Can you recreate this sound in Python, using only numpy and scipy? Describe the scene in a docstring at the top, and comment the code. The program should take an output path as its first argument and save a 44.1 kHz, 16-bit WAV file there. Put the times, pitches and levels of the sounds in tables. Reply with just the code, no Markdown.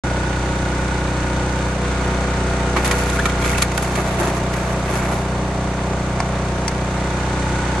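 """Outdoors on gravel, a petrol log splitter runs at a governed speed. Its one four-stroke cylinder puffs
through a muffler, rattles the casing, rings its panels and drives a hissing fan and a whining pump.
The ram takes up load and the log fractures on the wedge: fibres tear, the wood cracks and rings, the
steel bed knocks, and stick-slip friction makes the halves groan and squeak. A split piece drops on the
stones and topples over, and the whine shifts upward as the ram runs back."""
import sys
import numpy as np
from scipy import signal
from scipy.fft import rfft, irfft
from scipy.io import wavfile
from scipy.ndimage import uniform_filter1d

SR = 44100
rng = np.random.default_rng(int(sys.argv[2]) if len(sys.argv) > 2 else 0)


def to_wav(s):
    """Save 16-bit WAV."""
    ch = np.atleast_2d(s).T  # columns
    pcm = np.round(np.clip(ch, -1, 1) * 32767)  # PCM
    wavfile.write(sys.argv[1], SR, pcm.astype(np.int16))


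N = 343980
TIME = np.arange(N) / SR
DIRECT = np.array([[1], [0]])   # of the two sound paths, direct and scattered, only the first


def from_db(db):
    """Decibels to amplitude ratio."""
    return 10 ** (np.asarray(db) / 20)


def rms_one(x):
    """Normalisation to rms 1."""
    return x / np.sqrt(np.mean(x ** 2) + 1e-20)


def in_time(rows):
    """Linear interpolation of each column at every sample."""
    times, *columns = np.transpose(rows)
    return [np.interp(TIME, times, column) for column in columns]


def colour(x, points):
    """Zero-phase filtering by an outline of (frequency_hz, gain_db)."""
    hz, db = np.transpose(points)
    bins = np.maximum(np.arange(N // 2 + 1) * SR / N, 1)
    return irfft(rfft(x) * from_db(np.interp(np.log(bins), np.log(hz), db)), N)


def drift(rate):
    """Random fluctuation of rms 1, with `rate` new values a second."""
    knots = rng.standard_normal(4000)
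    return rms_one(np.interp(TIME * rate, np.arange(len(knots)), knots))


def noise():
    """Uncorrelated white noise on each path."""
    return rng.standard_normal((2, N))


def grains(per_s, spread_db):
    """A Poisson train of uneven clicks, with a separate strength on each path."""
    born = rng.random(N) < per_s / SR
    size = from_db(spread_db * np.minimum(rng.exponential(1, N), 4))
    return rms_one(born * size * noise())


def repeating(phase, size=1024):
    """Periodic noise: each path repeats a rough pattern on every cycle."""
    patterns = rng.standard_normal((2, size))
    return np.array([rms_one(np.interp(phase % 1, np.arange(size) / size, p)) for p in patterns])


def once_a_cycle(phase, place, width):
    """A Gaussian pulse at one place in the engine cycle."""
    return np.exp(-.5 * (((phase - place + .5) % 1 - .5) / width) ** 2)


def swell(start, hold, attack, release):
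    """An exponential rise up to the start time, a hold and an exponential decay."""
    early, late = np.maximum(start - TIME, 0), np.maximum(TIME - start - hold, 0)
    return np.exp(-np.minimum(early / attack + late / release, 20))


def burst(start, length):
    """An envelope that holds for about its length, then falls as the inverse square of time."""
    age = np.maximum(TIME - start, 0)
    return (1 - np.exp(-age / .0003)) / np.sqrt(1 + (age / length) ** 4)


def resonate(x, hz, width):
    """Forced response of a two-pole resonator with peak gain 1."""
    r = np.exp(-np.pi * abs(width) / SR)
    feedback = [1, -2 * r * np.cos(2 * np.pi * hz / SR), r * r]
    return signal.lfilter(np.array([1, 0, -1]) * (1 - r * r) / 2, feedback, x + 1e-18)


def struck(start, hz, t60):
    """Free decay of one damped mode after a blow."""
    age = np.maximum(TIME - start, 0)
    return from_db(-60 * np.minimum(age / t60, 3)) * np.sin(2 * np.pi * hz * age)


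def crank_throb(phase, level_db):
    """A four-stroke crank turns twice a cycle, so it throbs at the second harmonic."""
    return np.sqrt(2) * from_db(level_db + .13) * np.cos(4 * np.pi * (phase - .03)) * DIRECT


# muffler chambers: resonance_harmonic, delay_turns, round_trip_cycles, straight_share
MUFFLER_CHAMBERS = [(3.5, .47, .236, .92), (7.5, .96, .134, .86), (14.5, .5, .134, .97)]
def muffler_lag(harmonics):
    """Dispersion: the pipe smears the puff, and each chamber echoes the band above its resonance."""
    lag = np.zeros(len(harmonics))
    for resonance, turns, trip, straight in MUFFLER_CHAMBERS:
        echo = np.exp(-2j * np.pi * harmonics * trip)
        all_pass = (straight + echo) / (1 + straight * echo)
        lag = np.where(harmonics > resonance, 2 * np.pi * turns - np.angle(all_pass), lag)
    return np.pi + .0081 * harmonics ** 2 + lag


def puff_train(phase, spectrum, lag, tilt_db, size=256):
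    """Fourier synthesis of one puff per firing, without the crank throb and the steady engine tones."""
    orders, db = np.transpose(spectrum)
    k = np.arange(size // 2 + 1)
    roll_off_db = 36 * np.log2(np.maximum(k / orders[-1], 1))
    level_db = np.interp(k, orders, db) + tilt_db * k / orders[-1] - roll_off_db
    cepstrum = irfft(np.log(from_db(uniform_filter1d(level_db, size=5))))
    minimum_phase = 2 * rfft(cepstrum[:size // 2], size).imag   # the muffler rings after the puff
    lines = from_db(level_db) * np.exp(1j * (minimum_phase - lag[:len(k)]))
    lines *= ~np.isin(k, [0, 2] + [round(row[0]) for row in ENGINE_TONES])
    lines /= np.linalg.norm(lines[4:8]) * np.sqrt(2)
    cycle = irfft(lines, 8 * size) * 8 * size
    return np.interp(phase % 1, np.arange(len(cycle)) / len(cycle), cycle)


# exhaust spectra running free, pushing the log and at full load: harmonic, relative_db
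FREE_SPECTRUM = [(1, -38.5), (2, 0.0), (3, -9.5), (4, -4.0), (5, -7.5), (6, -6.0), (7, -12.0), (8, -19.0),
                 (9, -9.5), (10, -10), (11, -12), (12, -11), (13, -19.5), (14, -22.5), (15, -22.5),
                 (17, -12), (18, -12.5), (19, -21.5), (20, -18.5), (21, -20), (23, -21.0), (24, -24.0),
                 (25, -22.5), (26, -18.5), (27, -17.5), (30, -19.0), (31, -22.5), (32, -19.0), (33, -25.5),
                 (34, -25.0), (35, -29.5), (36, -24.5), (37, -27.0), (38, -26.0), (39, -33.5), (40, -23.5),
                 (41, -30.5), (42, -25.5), (43, -27.0), (44, -25.5), (45, -24.5), (47, -21.5)]
PUSHING_SPECTRUM = [(1, -34.5), (2, 0.0), (3, -9.0), (4, -2.5), (5, -4.5), (6, -2.0), (7, -8.5), (8, -17.5),
                    (9, -15), (10, -15.5), (11, -16.0), (12, -14.0), (13, -10.5), (14, -25.0), (15, -20.0),
                    (17, -17.0), (18, -13.0), (19, -16.0), (20, -18), (21, -17.5), (23, -16.5), (24, -15.5),
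                    (25, -20.0), (26, -19.5), (27, -21), (30, -20.5), (31, -24), (32, -20.0), (33, -32.5),
                    (34, -18.5), (35, -25.0), (36, -21.0)]
LOADED_SPECTRUM = [(1, -38.5), (2, 0.0), (3, -10.0), (4, -6.0), (5, -8.0), (6, -5.5), (7, -10.5),
                   (8, -17.5), (9, -10), (10, -14.5), (11, -16.5), (12, -10), (13, -12.5), (14, -20.0),
                   (15, -25.0), (17, -15.5), (18, -15), (19, -20.0), (20, -34.0), (21, -21.5), (23, -27.0),
                   (24, -19.5), (25, -22.0), (26, -18.0), (27, -19.0), (30, -25), (31, -32.0), (32, -25.5),
                   (33, -29.0), (34, -21.5), (35, -28.5), (36, -27.0), (37, -23.5), (38, -28.0),
                   (39, -28.5), (40, -16.5), (41, -38.5), (42, -22.5), (43, -31.5), (44, -24.0),
                   (45, -20.0), (47, -24.5)]
def exhaust_note(phase, load, level_db):
    """Periodic puffs give a harmonic series whose balance follows the load."""
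    uneven = phase + .00097 * drift(45)   # no two firings are alike
    k = np.arange(1000)
    scatter = np.clip((k - 8) / 18, 0, 3) * rng.standard_normal(len(k))   # high orders take many paths
    lag = muffler_lag(k) + scatter
    free, loaded = np.clip(1 - 2 * load, 0, 1), np.clip(2 * load - 1, 0, 1)
    note = (free * puff_train(uneven, FREE_SPECTRUM, lag, tilt_db=-4)
            + (1 - free - loaded) * puff_train(uneven, PUSHING_SPECTRUM, lag, tilt_db=3)
            + loaded * puff_train(uneven, LOADED_SPECTRUM, lag, tilt_db=-3))
    return note * from_db(level_db + .14 + .5 * drift(31)) * DIRECT


# blows of exhaust, muffler rattle, valve and piston: place_cycles, width_cycles, strength
CYCLE_BLOWS = [(.06, 0.012, 0.24), (.25, 0.086, 0.29), (.74, 0.076, 2.9), (0.9, 0.029, 0.62)]
def blows(phase):
    """Periodic excitation: four pulses in each cycle."""
    return sum(strength * once_a_cycle(phase, place, width) for place, width, strength in CYCLE_BLOWS)


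# spectra of the rough gas and of its bark: frequency_hz, gain_db
GAS_SPECTRUM = [(20, -1.5), (40, -7), (90, 1.5), (170, -2), (260, -2.5), (360, 0.5), (470, -6.5),
                (700, -10.5), (1000, -14.5), (1400, -38), (3000, -51.5)]
BARK_SPECTRUM = [(150, -25), (290, -4), (480, -0.5), (620, 3.5), (850, -1), (1100, -7.5), (1700, -14.5),
                 (3000, -52.5)]
def exhaust_gas(phase, gas_db):
    """Modulated flow noise: the gas surges on each blow and barks as the exhaust valve opens."""
    gas = rms_one(colour(noise() * (5 + blows(phase)), GAS_SPECTRUM))
    valve_open = once_a_cycle(phase, place=.049, width=.062)
    bark = rms_one(colour(noise() * valve_open, BARK_SPECTRUM))
    return gas * from_db(gas_db) + bark * from_db(-35.8)


# response of the casing: frequency_hz, gain_db
CASING_SPECTRUM = [(500, -44), (800, 2), (1100, 1), (1350, 1.5), (1700, -2), (2050, -2), (2450, -4.5),
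                   (2900, -11.5), (3600, -17), (6000, -69)]
# panel modes: frequency_hz, nominal_width_hz, free_db, loaded_db
PANEL_MODES = [(900, 56, -36, -40.5), (1456, 62, -37.7, -60), (1418, 46, -56, -38.7)]
def clatter(phase, load, clatter_db):
    """Forced vibration: valve gear and pump rattle the casing, and each firing kicks its panels."""
    taps = 4 + .22 * blows(phase)
    rattle = noise() + .3 * repeating(phase + .0025 * drift(4)) + .64 * grains(2500, spread_db=4)
    casing = rms_one(colour(rattle * taps, CASING_SPECTRUM)) * from_db(clatter_db - .5)
    kick = 7 * once_a_cycle(phase, place=.9, width=.07)
    shaking = (noise() + .76 * repeating(phase)) * (taps + kick)
    panels = 0
    for hz, width, free_db, loaded_db in PANEL_MODES:
        ring = resonate(resonate(shaking, hz, 1.23 * width), hz, 1.23 * width)
        panels += rms_one(ring) * from_db(free_db + load * (loaded_db - free_db))
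    return casing + panels * from_db(clatter_db - np.mean(clatter_db))


# spectrum of the cooling air: frequency_hz, gain_db
AIR_SPECTRUM = [(1650, -6.5), (2800, -11), (2910, 3.5), (3160, -2.5), (3620, 4), (3970, 1), (4350, 2.5),
                (5230, -2.5), (6280, 0), (7580, -3), (8260, -1.5), (9110, -5), (9980, -13.5),
                (10400, -30.5), (11000, -63), (14300, -68), (22000, -120)]
def cooling_air(phase, hiss_db):
    """Amplitude modulation: broadband fan hiss swells as the cylinder fires."""
    surge = 1 + .43 * once_a_cycle(phase, place=.75, width=.089)
    hiss = noise() + .42 * grains(2000, spread_db=1)
    return rms_one(colour(hiss * surge, AIR_SPECTRUM)) * from_db(hiss_db - 3.5)


# steady engine tones, the pump's whine (16-29) and the casing panels ringing near 1450 Hz (46-48):
# harmonic, free_db, pushing_db, loaded_db, returning_db
ENGINE_TONES = [(16, -38, -40, -33.5, -42), (22, -45, -35.5, -36, -49), (28, -42, -45, -48, -34.5),
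                (29, -40, -45, -42.5, -38), (46, -48, -55, -41, -46), (47, -47, -55, -45, -52),
                (48, -41, -58, -45.5, -40)]
RETURN_S, RETURN_RISE_S = 7.08, .33   # the ram starts to run back
def engine_tones(phase, load):
    """Harmonics locked to the cycle: pump whine and panel ring change balance with the ram's work."""
    returning = np.clip((TIME - RETURN_S) / RETURN_RISE_S, 0, 1)
    from_crest = phase - .0572   # the partials crest together here
    tones = 0
    for harmonic, *working_db, return_db in ENGINE_TONES:
        db = (1 - returning) * np.interp(load, (0, .5, 1), working_db) + returning * return_db
        angle = 2 * np.pi * round(harmonic) * from_crest + .25 * drift(22)
        flutter_db = 1.8 * drift(12)
        tones += np.sqrt(2) * from_db(db + flutter_db) * np.cos(angle)
    return tones * DIRECT


# the governed speed sags while the ram works: time_s, firing_rate_hz
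FIRING_RATE = [(0, 30.89), (1.6, 30.975), (1.9, 30.665), (2.6, 30.65), (2.9, 30.405), (3.6, 30.515),
               (5.2, 30.62), (5.7, 30.905), (6.7, 30.63), (7.2, 31.03), (7.8, 30.955)]
# hydraulic load (0 free, .5 pushing the split log, 1 forcing the wedge in): time_s, load_share
RAM_LOAD = [(0, 0.038), (1.7, 0.091), (1.86, 0.92), (3.58, 0.92), (3.72, 0.58), (4.3, 0.48), (6.85, 0.41),
            (7.15, 0.31), (7.8, 0.11)]
# nominal levels in those three states: throb_db, note_db, gas_db, clatter_db, hiss_db
FREE_LEVELS = (-24.5, -25.5, -31, -30.5, -35)
PUSHING_LEVELS = (-27.5, -25, -31.5, -32.5, -37)
LOADED_LEVELS = (-23, -25.5, -30.5, -29.5, -34.5)
# the steel guard comes between engine and listener, then clears: time_s, clatter_change_db
GUARD_SCREENING = [(0, 0), (4.2, 1), (5.5, -1), (6.8, 0), (7.4, 1.3)]
def engine():
    """Synchronous sources: all share one cycle and follow the load; the guard screens clatter and hiss."""
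    (firing_hz,), (load,) = in_time(FIRING_RATE), in_time(RAM_LOAD)
    (screen_db,) = in_time(GUARD_SCREENING)
    phase = .508 + np.cumsum(firing_hz) / SR   # in cycles
    levels = zip(FREE_LEVELS, PUSHING_LEVELS, LOADED_LEVELS)
    throb_db, note_db, gas_db, clatter_db, hiss_db = (np.interp(load, (0, .5, 1), db) for db in levels)
    return (crank_throb(phase, throb_db) + exhaust_note(phase, load, note_db)
            + exhaust_gas(phase, gas_db) + clatter(phase, load, clatter_db + screen_db)
            + cooling_air(phase, hiss_db + 1.06 * screen_db) + engine_tones(phase, load))


# the log's resonances: frequency_hz, width_hz, gain_db
LOG_MODES = [(400, 200, -22), (680, 250, -15), (970, 340, 4.5), (1383, 204, 8.5), (1866, 113, 7),
             (2274, 255, 8), (2590, 660, 2), (3490, 790, -1), (4320, 560, 1), (6100, 3100, -3),
             (6900, 350, 3.5), (7520, 960, -6.5), (9500, 2900, -7.5)]
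def log_body(force):
    """Modal superposition: snaps ring briefly in the damped wood."""
    return sum((-1) ** k * from_db(db) * resonate(force, hz, width)
               for k, (hz, width, db) in enumerate(LOG_MODES))


# resonances of the halves: frequency_hz, width_hz, level_re_grinding_db
GROAN_MODES = [(372, 37, -9), (620, 57, -9.5), (1206, 100, -14.5)]
def groaning(slips_per_s=75):
    """Stick-slip friction rings the log's halves, whose pitch bends as the wedge opens them."""
    travel = np.cumsum(slips_per_s * np.exp(.35 * drift(50))) / SR
    slips = np.diff(np.floor(travel), prepend=0) * from_db(2.7 * drift(40))
    bent_time = np.cumsum(1 + .025 * drift(7)) / SR
    return DIRECT * sum(from_db(db) * rms_one(np.interp(bent_time, TIME, resonate(slips, hz, width)))
                        for hz, width, db in GROAN_MODES)


# splinter resonances: frequency_hz, width_hz, relative_db
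SPLINTER_MODES = [(1656, 60, -2), (1960, 110, -0.5), (2200, 68, 2), (2610, 98, 2.5)]
def splinters():
    """Impulse excitation: splinters snap at random and ring."""
    return rms_one(sum(from_db(db) * rms_one(resonate(grains(160, spread_db=0), hz, width))
                       for hz, width, db in SPLINTER_MODES))


# the log slips along the wedge: start_s, hold_s, grinding_db, tearing_db, crackling_db
LOG_SLIPS = [(2.762, 0.018, -26.5, -43, -39), (2.838, 0.33, -39, -35.5, -41), (3.42, 0.15, -42, -33.5, -36),
             (3.777, 0.045, -46, -34, -42), (3.975, 0.15, -30, -39, -42), (4.2, 0.12, -23.5, -35.5, -40),
             (4.516, 0.28, -32.5, -44.5, -45), (4.901, 0.097, -30, -38.5, -41),
             (5.07, 0.084, -27, -38, -46)]
# spectrum of wood grinding on steel: frequency_hz, gain_db
GRIND_SPECTRUM = [(120, -29), (250, 1), (335, 6), (395, 13.5), (465, -5), (560, 6), (645, 6.5), (740, 3),
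                  (900, 6.5), (1150, 0), (1700, -3), (2400, -20), (3200, -28), (9000, -49)]
def splitting():
    """Fracture and friction: at each slip fibres tear, splinters snap and the halves grind the wedge."""
    tear, grind, crackle = np.zeros((3, N))
    for start, hold, grind_db, tear_db, crackle_db in LOG_SLIPS:
        motion = swell(start, hold, attack=.016, release=.088)
        tear += from_db(tear_db) * motion
        grind += from_db(grind_db) * motion
        crackle += from_db(crackle_db) * motion
    fibres = grains(1500 * from_db(5 * np.tanh(drift(40))), spread_db=2)
    tearing = rms_one(log_body(fibres)) * tear
    friction = grains(3000, spread_db=2) * from_db(2 * drift(60))
    grinding = (rms_one(colour(friction, GRIND_SPECTRUM)) + groaning()) * grind
    crackling = splinters() * crackle
    jerks = from_db(2.1 * np.clip(drift(24), -2, 2))   # the log advances in jerks
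    return (tearing + grinding + crackling) * rms_one(jerks)


# the log cracks: start_s, level_db, length_s, brightness_db, pitch_hz, ring_db
LOG_CRACKS = [(2.763, -23.5, 0.017, -15, 1160, -28), (2.846, -31.5, 0.022, 6, 1890, -28),
              (2.876, -35, 0.0036, 5, 1390, -37), (2.9115, -19.5, 0.0048, 0.5, 1930, -19),
              (3.098, -35, 0.0051, 8.5, 2220, -40), (3.13, -34, 0.011, 0, 1410, -27),
              (3.192, -31.5, 0.0087, 0, 1390, -30), (3.255, -18, 0.007, -10, 1290, -19.5),
              (3.296, -27.5, .006, -11, 2220, -35), (3.425, -28.5, 0.004, -7, 3280, -31.5),
              (3.445, -24, 0.005, -10, 2270, -27), (3.5215, -39, 0.0045, -8, 2000, -37),
              (3.58, -30.5, 0.0067, 6, 2300, -27), (3.6181, -28, 0.003, 4, 1884, -24),
              (3.6217, -17.8, 0.0043, 5.5, 2190, -19), (3.7175, -32, .004, 1, 2000, -35),
              (3.777, -18.5, .0028, -4, 1460, -19.5), (3.823, -40, .012, 11, 2220, -43),
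              (3.954, -28, 0.0075, -1.5, 1670, -35), (4.537, -28.5, 0.0052, -4, 1900, -32.5)]
def cracks(crossover_hz=2800):
    """Brittle fracture: one snap sets off an avalanche of breaking fibres, and the freed wood rings."""
    avalanche = grains(9000, spread_db=-1.5)
    dull, bright, ringing = np.zeros((3, 2, N))
    for start, db, length, brightness_db, hz, ring_db in LOG_CRACKS:
        force = avalanche * burst(start, length)
        force[0, round(start * SR)] += 9   # the first snap
        dull += from_db(db - .26 * brightness_db) * force
        bright += from_db(db + brightness_db) * force
        build_up = 1 - np.exp(-np.maximum(TIME - start, 0) / .0017)
        ringing += from_db(ring_db) * build_up * struck(start, hz, t60=.04) * [[2.6], [-1.2]]
    low = signal.sosfilt(signal.butter(2, crossover_hz, fs=SR, output="sos"), dull)
    high = signal.sosfilt(signal.butter(2, crossover_hz, "high", fs=SR, output="sos"), bright)
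    return log_body(low - high) / np.std(log_body(avalanche)) + ringing


# the log jolts as it gives: start_s, level_db
LOG_JOLTS = [(2.7645, -23), (2.772, -20), (2.78, -16), (3.256, -26)]
# modes of the steel bed: frequency_hz, gain_db, t60_s
BED_MODES = [(267, -3.5, .05), (360, 3, 0.055), (530, -7, .045), (633, -8, .04), (1110, -6, .04)]
def bed_knocks():
    """Impact excitation: each jolt rings the low modes of the bed."""
    return DIRECT * sum((-1) ** k * from_db(db + mode_db) * struck(start, hz, t60)
                        for start, db in LOG_JOLTS for k, (hz, mode_db, t60) in enumerate(BED_MODES))


# wood squeaks on the steel wedge: start_s, level_db, length_s, pitch_hz
WEDGE_SQUEAKS = [(3.189, -18.5, 0.012, 1624), (3.265, -24, 0.0068, 1320), (3.444, -22, 0.0037, 1440)]
def squeaks():
    """Stick-slip oscillation: short tones with an unsteady pitch and a weak octave."""
    angle_per_hz = 2 * np.pi * np.cumsum(1 + .07 * drift(300)) / SR
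    out = np.zeros(N)
    for start, db, length, hz in WEDGE_SQUEAKS:
        tone = np.sin(hz * angle_per_hz) + .17 * np.sin(2 * hz * angle_per_hz)
        out += from_db(db) * burst(start, length) * tone
    return out * [[1.4], [.5]]


# landing, then toppling: start_s, thud_db, thud_tilt_db_per_octave, gravel_db, gravel_tilt_db_per_octave
LANDINGS = [(6.2021, -11.5, -2, -19, -1.5), (6.6795, -18, 0, -13.5, 1.5)]
# modes of the split piece: frequency_hz, gain_db, t60_s
PIECE_MODES = [(700, -3, .026), (930, 0, .026), (1090, -4, .04), (1400, -5, .022), (1730, -9, .028),
               (2170, -12, .03), (4400, -11, .007), (5300, -12, .006)]
# resonances of the stones: frequency_hz, width_hz, gain_db
STONE_MODES = [(2160, 310, 3), (4500, 270, 2), (5700, 560, 1), (8750, 420, -2)]
REBOUND_S, REBOUND_DB = .0081, -11
def falling_piece():
    """Impact and rebound: each landing rings the piece twice and jostles the stones till they settle."""
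    out = np.zeros((2, N))
    for start, thud_db, thud_tilt, gravel_db, gravel_tilt in LANDINGS:
        for touch, touch_db in ((start, thud_db), (start + REBOUND_S, thud_db + REBOUND_DB)):
            for k, (hz, db, t60) in enumerate(PIECE_MODES):
                level_db = touch_db + db + thud_tilt * np.log2(hz / PIECE_MODES[1][0])
                out[0] += (-1) ** k * from_db(level_db) * struck(touch, hz, t60)
        push = swell(start, hold=.003, attack=.0009, release=.003)
        settling = from_db(-14) * burst(start, length=.012)
        contacts = grains(9800, spread_db=-5) * (push + settling)
        for k, (hz, width, db) in enumerate(STONE_MODES):
            level_db = gravel_db + db + gravel_tilt * np.log2(hz / STONE_MODES[1][0])
            out += (-1) ** k * from_db(level_db) * resonate(contacts, hz, width)
    return out


# stereo width: frequency_hz, side_re_mid_db
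STEREO_WIDTH = [(60, -13), (130, -44), (250, -19.5), (350, -20), (610, -12), (1090, -11.5), (1500, -0.5),
                (2000, -6), (3200, 0), (4300, -5), (6300, 3.5), (8500, -23.5), (11000, 36.5)]
# stereo balance: frequency_hz, left_re_right_db
STEREO_BALANCE = [(60, .2), (200, .1), (400, .3), (700, -.6), (1100, -.3), (1500, -2), (2200, -2),
                  (2800, -4), (3700, 0), (5000, 2), (6400, 4.5), (7500, 3), (8700, .3)]
def stereo(paths):
    """Mid-side mixing of direct and scattered sound: alike in the bass, apart in the treble."""
    mid, side = paths[0], colour(paths[1], STEREO_WIDTH)
    left = colour(mid + side, [(hz, db / 2) for hz, db in STEREO_BALANCE])
    right = colour(mid - side, [(hz, -db / 2) for hz, db in STEREO_BALANCE])
    return np.array([left, right])


def scene():
    """Superposition of engine, log and falling piece in the open air."""
    return stereo(engine() + splitting() + cracks() + bed_knocks() + squeaks() + falling_piece())


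def record(dry, headroom=.85, cutoff_hz=10500):
    """Gating, clipping and low-pass filtering: the sound opens after a moment and loses peaks and top."""
    opened = np.clip((TIME - .0355) / .002, 0, 1)
    clipped = np.clip(dry * opened, -headroom, headroom)
    return signal.sosfilt(signal.ellip(8, .3, 80, cutoff_hz, fs=SR, output="sos"), clipped)


dry = scene()
out = record(dry)
to_wav(out)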